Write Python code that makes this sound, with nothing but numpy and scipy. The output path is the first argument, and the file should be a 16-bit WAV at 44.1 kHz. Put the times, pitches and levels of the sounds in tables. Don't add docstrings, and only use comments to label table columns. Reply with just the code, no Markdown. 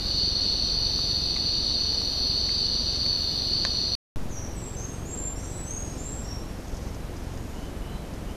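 import sys
import numpy as np
from scipy import signal
from scipy.fft import rfft, irfft
from scipy.io import wavfile
from scipy.ndimage import uniform_filter1d

SR = 44100
rng = np.random.default_rng(int(sys.argv[2]) if len(sys.argv) > 2 else 0)


def how_loud(loudness_db):
    steps = np.asarray(loudness_db, float) / 20
    return 10 ** steps


def dump_mix(stems):
    frames = np.atleast_2d(stems).T
    limited = np.clip(frames, -1, 1)
    pcm = np.round(limited * 32767).astype(np.int16)
    wavfile.write(sys.argv[1], SR, pcm)


N = 368665
T = np.arange(N) / SR
NIGHT_END_S, DAWN_START_S = 3.9523, 4.1597


def level(x, db):
    return x * how_loud(db) / np.sqrt(np.mean(x ** 2) + 1e-30)


def band(x, lo_hz, hi_hz):
    return signal.sosfilt(signal.butter(2, [lo_hz, hi_hz], "band", fs=SR, output="sos"), x)


def walk(rate, size):
    knots = rng.standard_normal(2000)
    return np.interp(np.arange(size) * rate / SR, np.arange(2000), knots)


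def bumps(rows, width_s):
    return np.sqrt(sum(how_loud(2 * db) * np.exp(-((T - s) / width_s) ** 2) for s, db in rows))


def forest(x, t60_s, wet_db, hop=8192):
    t = T[:int(0.8 * SR)]
    fade = np.exp(-np.log(1000) * t / t60_s) * (1 - np.exp(-t / 0.002))
    wet = np.zeros(len(x) + 2 * hop + len(t))
    for at in range(-hop, len(x), hop):
        tail = rng.standard_normal(len(t)) * fade / np.sqrt(np.sum(fade ** 2))
        start = max(at, 0)
        piece = x[start:at + 2 * hop]
        piece = piece * np.sin(np.pi / 2 * (np.arange(len(piece)) + max(-at, 0)) / hop)
        if piece.any():
            wet[start:][:len(piece) + len(t) - 1] += signal.fftconvolve(piece, tail)
    return x + how_loud(wet_db) * wet[:len(x)]


def cricket(hz, rate, share, wander_hz, size):
    tone = np.sin(2 * np.pi * np.cumsum(hz + wander_hz * walk(40, size)) / SR)
    stroke = (np.cumsum(rate * (1 + 0.01 * walk(2.8, size))) / SR + rng.random()) % 1
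    pulses = np.sin(np.pi * np.minimum(stroke / np.clip(share, 0.1, 1), 1))
    return tone * pulses * how_loud(2.7 * walk(9, size))


def katydids(size):
    first_s, every_s, half_width_s, bout_db = 1.02, 1.14, 0.25, -63
    middles = [(first_s + k * every_s, bout_db) for k in (-1, 0, 1, 2)]
    bouts = bumps(middles, half_width_s)[:size]
    teeth = rng.standard_normal(size) * (0.3 + np.sin(np.pi * 130 * T[:size]) ** 2)
    return level(band(teeth, 10200, 13800), 1.5) * bouts


def chorus(count=5):
    # middle_hz, spread_hz, pulses_per_s, sounding_share, wander_hz, level_db
    crowds = [(4310, 97, 70, 0.59, 29.9, -34), (4474, 130, 150, 0.6, 30, -28.5),
              (4720, 74, 160, .45, 50, -42.5), (3679, 110, 40, 0.47, 33, -42.5),
              (3920, 70, 34, 0.65, 37, -44), (2810, 50, 40, 0.62, 27, -61.5),
              (5902, 100, 74, 0.41, 23.5, -44), (2942, 24, 17, 0.33, 18, -52.5),
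              (2573, 70, 30, 0.42, 44, -57), (3230, 130, 50, 0.37, 37, -53.5),
              (5010, 150, 140, 0.11, 60, -50.5), (8650, 400, 170, 0.45, 130, -64)]
    # pitch_hz, pulses_per_s, sounding_share, wander_hz, level_db
    solos = [
        (4602, 197, .97, 3, -39),
        (4405, 197, .97, 4, -43),
        (5918, 65, .26, 3, -51),
        (3166, 110, .6, 2, -61),
    ]
    size = int(NIGHT_END_S * SR) + 1
    far = 0
    for hz, spread_hz, rate, share, wander_hz, db in crowds:
        crowd = 0
        for seat in np.linspace(-1.3, 1.3, count):
            singer = cricket(hz + spread_hz * seat, rate * (1 + 0.12 * seat), share, wander_hz, size)
            crowd = crowd + np.exp(-0.4 * seat * seat) * singer
        far = far + level(crowd, db)
    near = sum(level(cricket(*singer, size), db) for *singer, db in solos)
    swell_db = -0.2 * (T[:size] - 2) + 0.5 * walk(9, size)
    song = forest(far, 1.0, 6.55) * how_loud(-7.5 + swell_db) + near
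    return np.pad(song + katydids(size), (0, N - size))


def preamp():
    # pitch_hz, density_db (per Hz)
    hiss_curve = [(15, -2.5), (40, 2.5), (100, -3), (250, -6.5), (600, -14), (1400, -23.5), (4000, -31.5),
                  (15000, -40)]
    # from_s, start_ms (in the write cycle), length_ms
    writes = [
        (0, 6, 5.9),
        (4.1, 32, 4.1),
        (4.5, 38, 4.2),
        (5.25, 31, 5.4),
        (7.45, 32, 8),
        (7.8, 38.6, 7.6),
    ]
    write_hz, write_db, hiss_db = 22.245, -26.5, -36.5
    hz, db = np.transpose(hiss_curve)
    bins = np.maximum(np.arange(N // 2 + 1) * SR / N, 1)
    hiss = irfft(rfft(rng.standard_normal(N)) * how_loud(np.interp(np.log(bins), np.log(hz), db)), N)

    from_s, start_ms, length_ms = np.transpose(writes)
    cycles = np.arange(int(N / SR * write_hz)) / write_hz
    chance = rng.standard_normal((len(cycles), 3)).T
    slot = np.searchsorted(from_s, cycles, "right") - 1
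    on = cycles + (start_ms[slot] + 0.36 * chance[0]) / 1000
    off = on + length_ms[slot] * np.exp(0.2 * chance[1]) / 1000
    size = how_loud(write_db + 1.66 * chance[2])
    steps = np.zeros(N + SR)
    np.add.at(steps, (on * SR).astype(int), -size)
    np.add.at(steps, (off * SR).astype(int), size)
    sag = signal.lfilter(*signal.butter(1, [30, 250], "band", fs=SR), np.cumsum(steps)[:N])
    return level(hiss, hiss_db) + sag


def drips():
    # start_s, peak_db, ring_hz
    drops = [
        (0.9901, -27.5, 1161),
        (1.3598, -27, 2120),
        (1.3657, -26, 2110),
        (1.3774, -36, 2560),
        (2.0166, -29, 886),
        (2.4915, -25.5, 2140),
        (3.0609, -28, 2353),
        (3.6504, -12.5, 1710),
    ]
    out, t = np.zeros(N), T[:1500]
    ring_shape = np.exp(-t / 0.0012) * (1 - np.exp(-t / 0.00035))
    for s, db, own_hz in drops:
        crack = band(band(rng.standard_normal(len(t)), 400, 6500), 400, 5000) * np.exp(-t / 0.0016)
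        ring = 0
        for hz, size in ((own_hz, 0.93), (740, 0.65), (1110, 0.55), (4150, 1.6), (6200, 0.5)):
            ring = ring + size * np.sin(2 * np.pi * hz * t)
        out[int(s * SR):][:len(t)] += how_loud(db) * (0.81 * crack - ring * ring_shape)
    return forest(out, 0.099, -12.5)


def litter():
    # middle_s, level_db
    shuffles = [(4.2, -63), (4.82, -59), (5.57, -62), (5.95, -55.5), (6.25, -59), (6.62, -60),
                (6.82, -54.5), (7.25, -60), (7.58, -61), (8.13, -68), (8.33, -70)]
    # middle_s, level_db
    chirps = [
        (4.58, -64),
        (5.22, -65),
        (5.57, -61),
        (5.92, -63),
        (6.07, -63),
        (6.44, -67),
        (7.05, -62),
        (7.6, -64),
        (7.96, -65),
    ]
    sizes = how_loud(2.4 * np.minimum(rng.exponential(size=N), 4))
    grains = rng.standard_normal(N) * (rng.random(N) < 1500 / SR) * sizes
    crackle = level(forest(band(grains, 4950, 6820), 0.053, 0.5), 0)
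    rustle = crackle * (bumps(shuffles, 0.099) + how_loud(-71))
    singer = level(forest(cricket(4005, 45, 0.97, 7.4, N), 0.12, -3.0), 0)
    late = singer * bumps(chirps, 0.045)
    return (rustle + late) * (T > DAWN_START_S)


def whistle(length_s, start_hz, settled_hz, db, flutter_hz):
    u = np.linspace(0, 1, int(length_s * SR))
    if start_hz > settled_hz:
        slide = np.exp(-u * length_s / 0.028)
    else:
        slide = np.cos(np.pi / 2 * np.minimum(u / 0.6, 1)) ** 2
    off_hz = (start_hz - settled_hz) * slide
    hz = settled_hz + off_hz + flutter_hz * walk(119.3, len(u))
    shape = np.minimum(u / 0.12, 1) ** 0.37 * np.minimum((1 - u) / 0.35, 1)
    shape = shape * how_loud(-4 * abs(off_hz) / 1000)
    shape = shape * how_loud(2.0 * walk(70, len(u)))
    return np.sqrt(2) * how_loud(db) * shape * np.sin(2 * np.pi * np.cumsum(hz) / SR)


def birds():
    # start_s, length_s, start_hz, settled_hz, level_db
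    song = [
        (4.294, 0.18, 6960, 5625, -41.5),
        (4.56, 0.18, 7840, 7600, -44),
        (4.759, 0.13, 6160, 6456, -38.5),
        (5.05, 0.1, 6750, 7500, -40.5),
        (5.12, 0.16, 7500, 7365, -34.5),
        (5.355, .12, 5600, 5790, -45.5),
        (5.454, 0.18, 7600, 7830, -43.5),
        (5.649, .2, 6210, 6580, -38),
        (5.978, .19, 7170, 7485, -39.5),
        (6.234, 0.14, 5630, 5555, -42.5),
    ]
    # start_s, length_s, start_hz, settled_hz, level_db
    far_song = [(4.31, 0.18, 7200, 6040, -47), (4.545, .04, 8530, 7900, -54),
                (4.908, 0.073, 8440, 8300, -53), (5.19, .08, 10180, 10050, -60),
                (5.307, 0.091, 9800, 9600, -61), (5.378, .08, 6000, 6350, -48), (5.37, .1, 8400, 8650, -53),
                (5.47, 0.13, 8500, 9030, -57), (5.63, 0.13, 8570, 8760, -51), (5.748, .26, 8550, 8350, -56),
                (5.888, 0.12, 5530, 5400, -61), (6.043, 0.18, 7950, 7820, -55),
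                (6.266, .063, 5870, 6000, -51), (7.237, .32, 6500, 6800, -62)]
    # start_s, length_s, level_db
    coo_rows = [
        (7.551, 0.099, -54),
        (7.798, 0.19, -57),
        (7.992, .22, -64),
        (8.266, 0.074, -53.5),
    ]
    coos = [(s, length_s, 2890, 3060, db) for s, length_s, db in coo_rows]
    out = np.zeros(N + SR)
    for rows, flutter_hz in ((song, 42), (far_song, 120), (coos, 45)):
        for s, *note in rows:
            tone = whistle(*note, flutter_hz)
            out[int(s * SR):][:len(tone)] += tone
    return forest(out[:N], 0.8, 5.0) * how_loud(-6.0)


def snaps():
    # start_s, peak_db
    breaks = [
        (6.6792, -37),
        (6.7441, -41),
        (6.9456, -38),
        (7.0494, -44),
        (7.165, -38),
        (7.373, -39),
        (7.634, -51),
        (8.1369, -44),
        (8.31, -43),
    ]
    out, t = np.zeros(N), T[:600]
    for s, db in breaks:
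        out[int(s * SR):][:len(t)] += how_loud(db + 2.5) * rng.standard_normal(len(t)) * np.exp(-t / 0.005)
    return forest(band(band(out, 4600, 7200), 4600, 7200), 0.1, -3.0)


def scene():
    return (chorus() + drips() + litter() + birds() + snaps())[None]


def masking(x, size=16, count=64):
    lines = signal.stft(x, window="cosine", nperseg=2 * size * count)[2]
    power = np.abs(lines[:-1].reshape(count, size, -1)) ** 2
    mean = uniform_filter1d(power.mean(1), size=2)
    patch = uniform_filter1d(uniform_filter1d(power, size=4, axis=1), size=2)
    above = np.arange(count)[:, None] - np.arange(count)
    spread = np.where(above > 0, how_loud(2 * (-28.3 - 1.9 * above)), 0)
    budget = how_loud(2 * 2.2 * walk(13, N)[::size * count])
    hidden = mean < spread[:, 2:] @ mean[2:] * np.resize(budget, mean.shape[1])
    busy = mean[8:].sum(0) > how_loud(2 * -42.0)
    weak = patch < how_loud(2 * np.where(busy, -0.9, -2.1)) * np.median(patch, axis=1, keepdims=True)
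    weak[:24] = False
    keep = ~hidden[:, None] & ~weak
    keep[:18] = True
    lines[:-1] *= keep.reshape(size * count, -1)
    return signal.istft(lines, window="cosine", nperseg=2 * size * count)[1][:N]


def roll_off(x):
    return signal.sosfilt(signal.butter(12, 14490, fs=SR, output="sos"), x)


def record(dry):
    awake = (T < NIGHT_END_S) | (T > DAWN_START_S)
    charge = -how_loud(-24.0) * np.exp(-np.maximum(T - DAWN_START_S, 0) / 0.14) * (T > DAWN_START_S)
    spectrum = rfft((masking(dry[0] + preamp()) + charge) * awake)
    below_top = np.arange(len(spectrum)) * SR / N < 13960
    mix = irfft(spectrum * below_top, N) * awake
    return roll_off(mix[None])


dry = scene()
out = record(dry)
dump_mix(out)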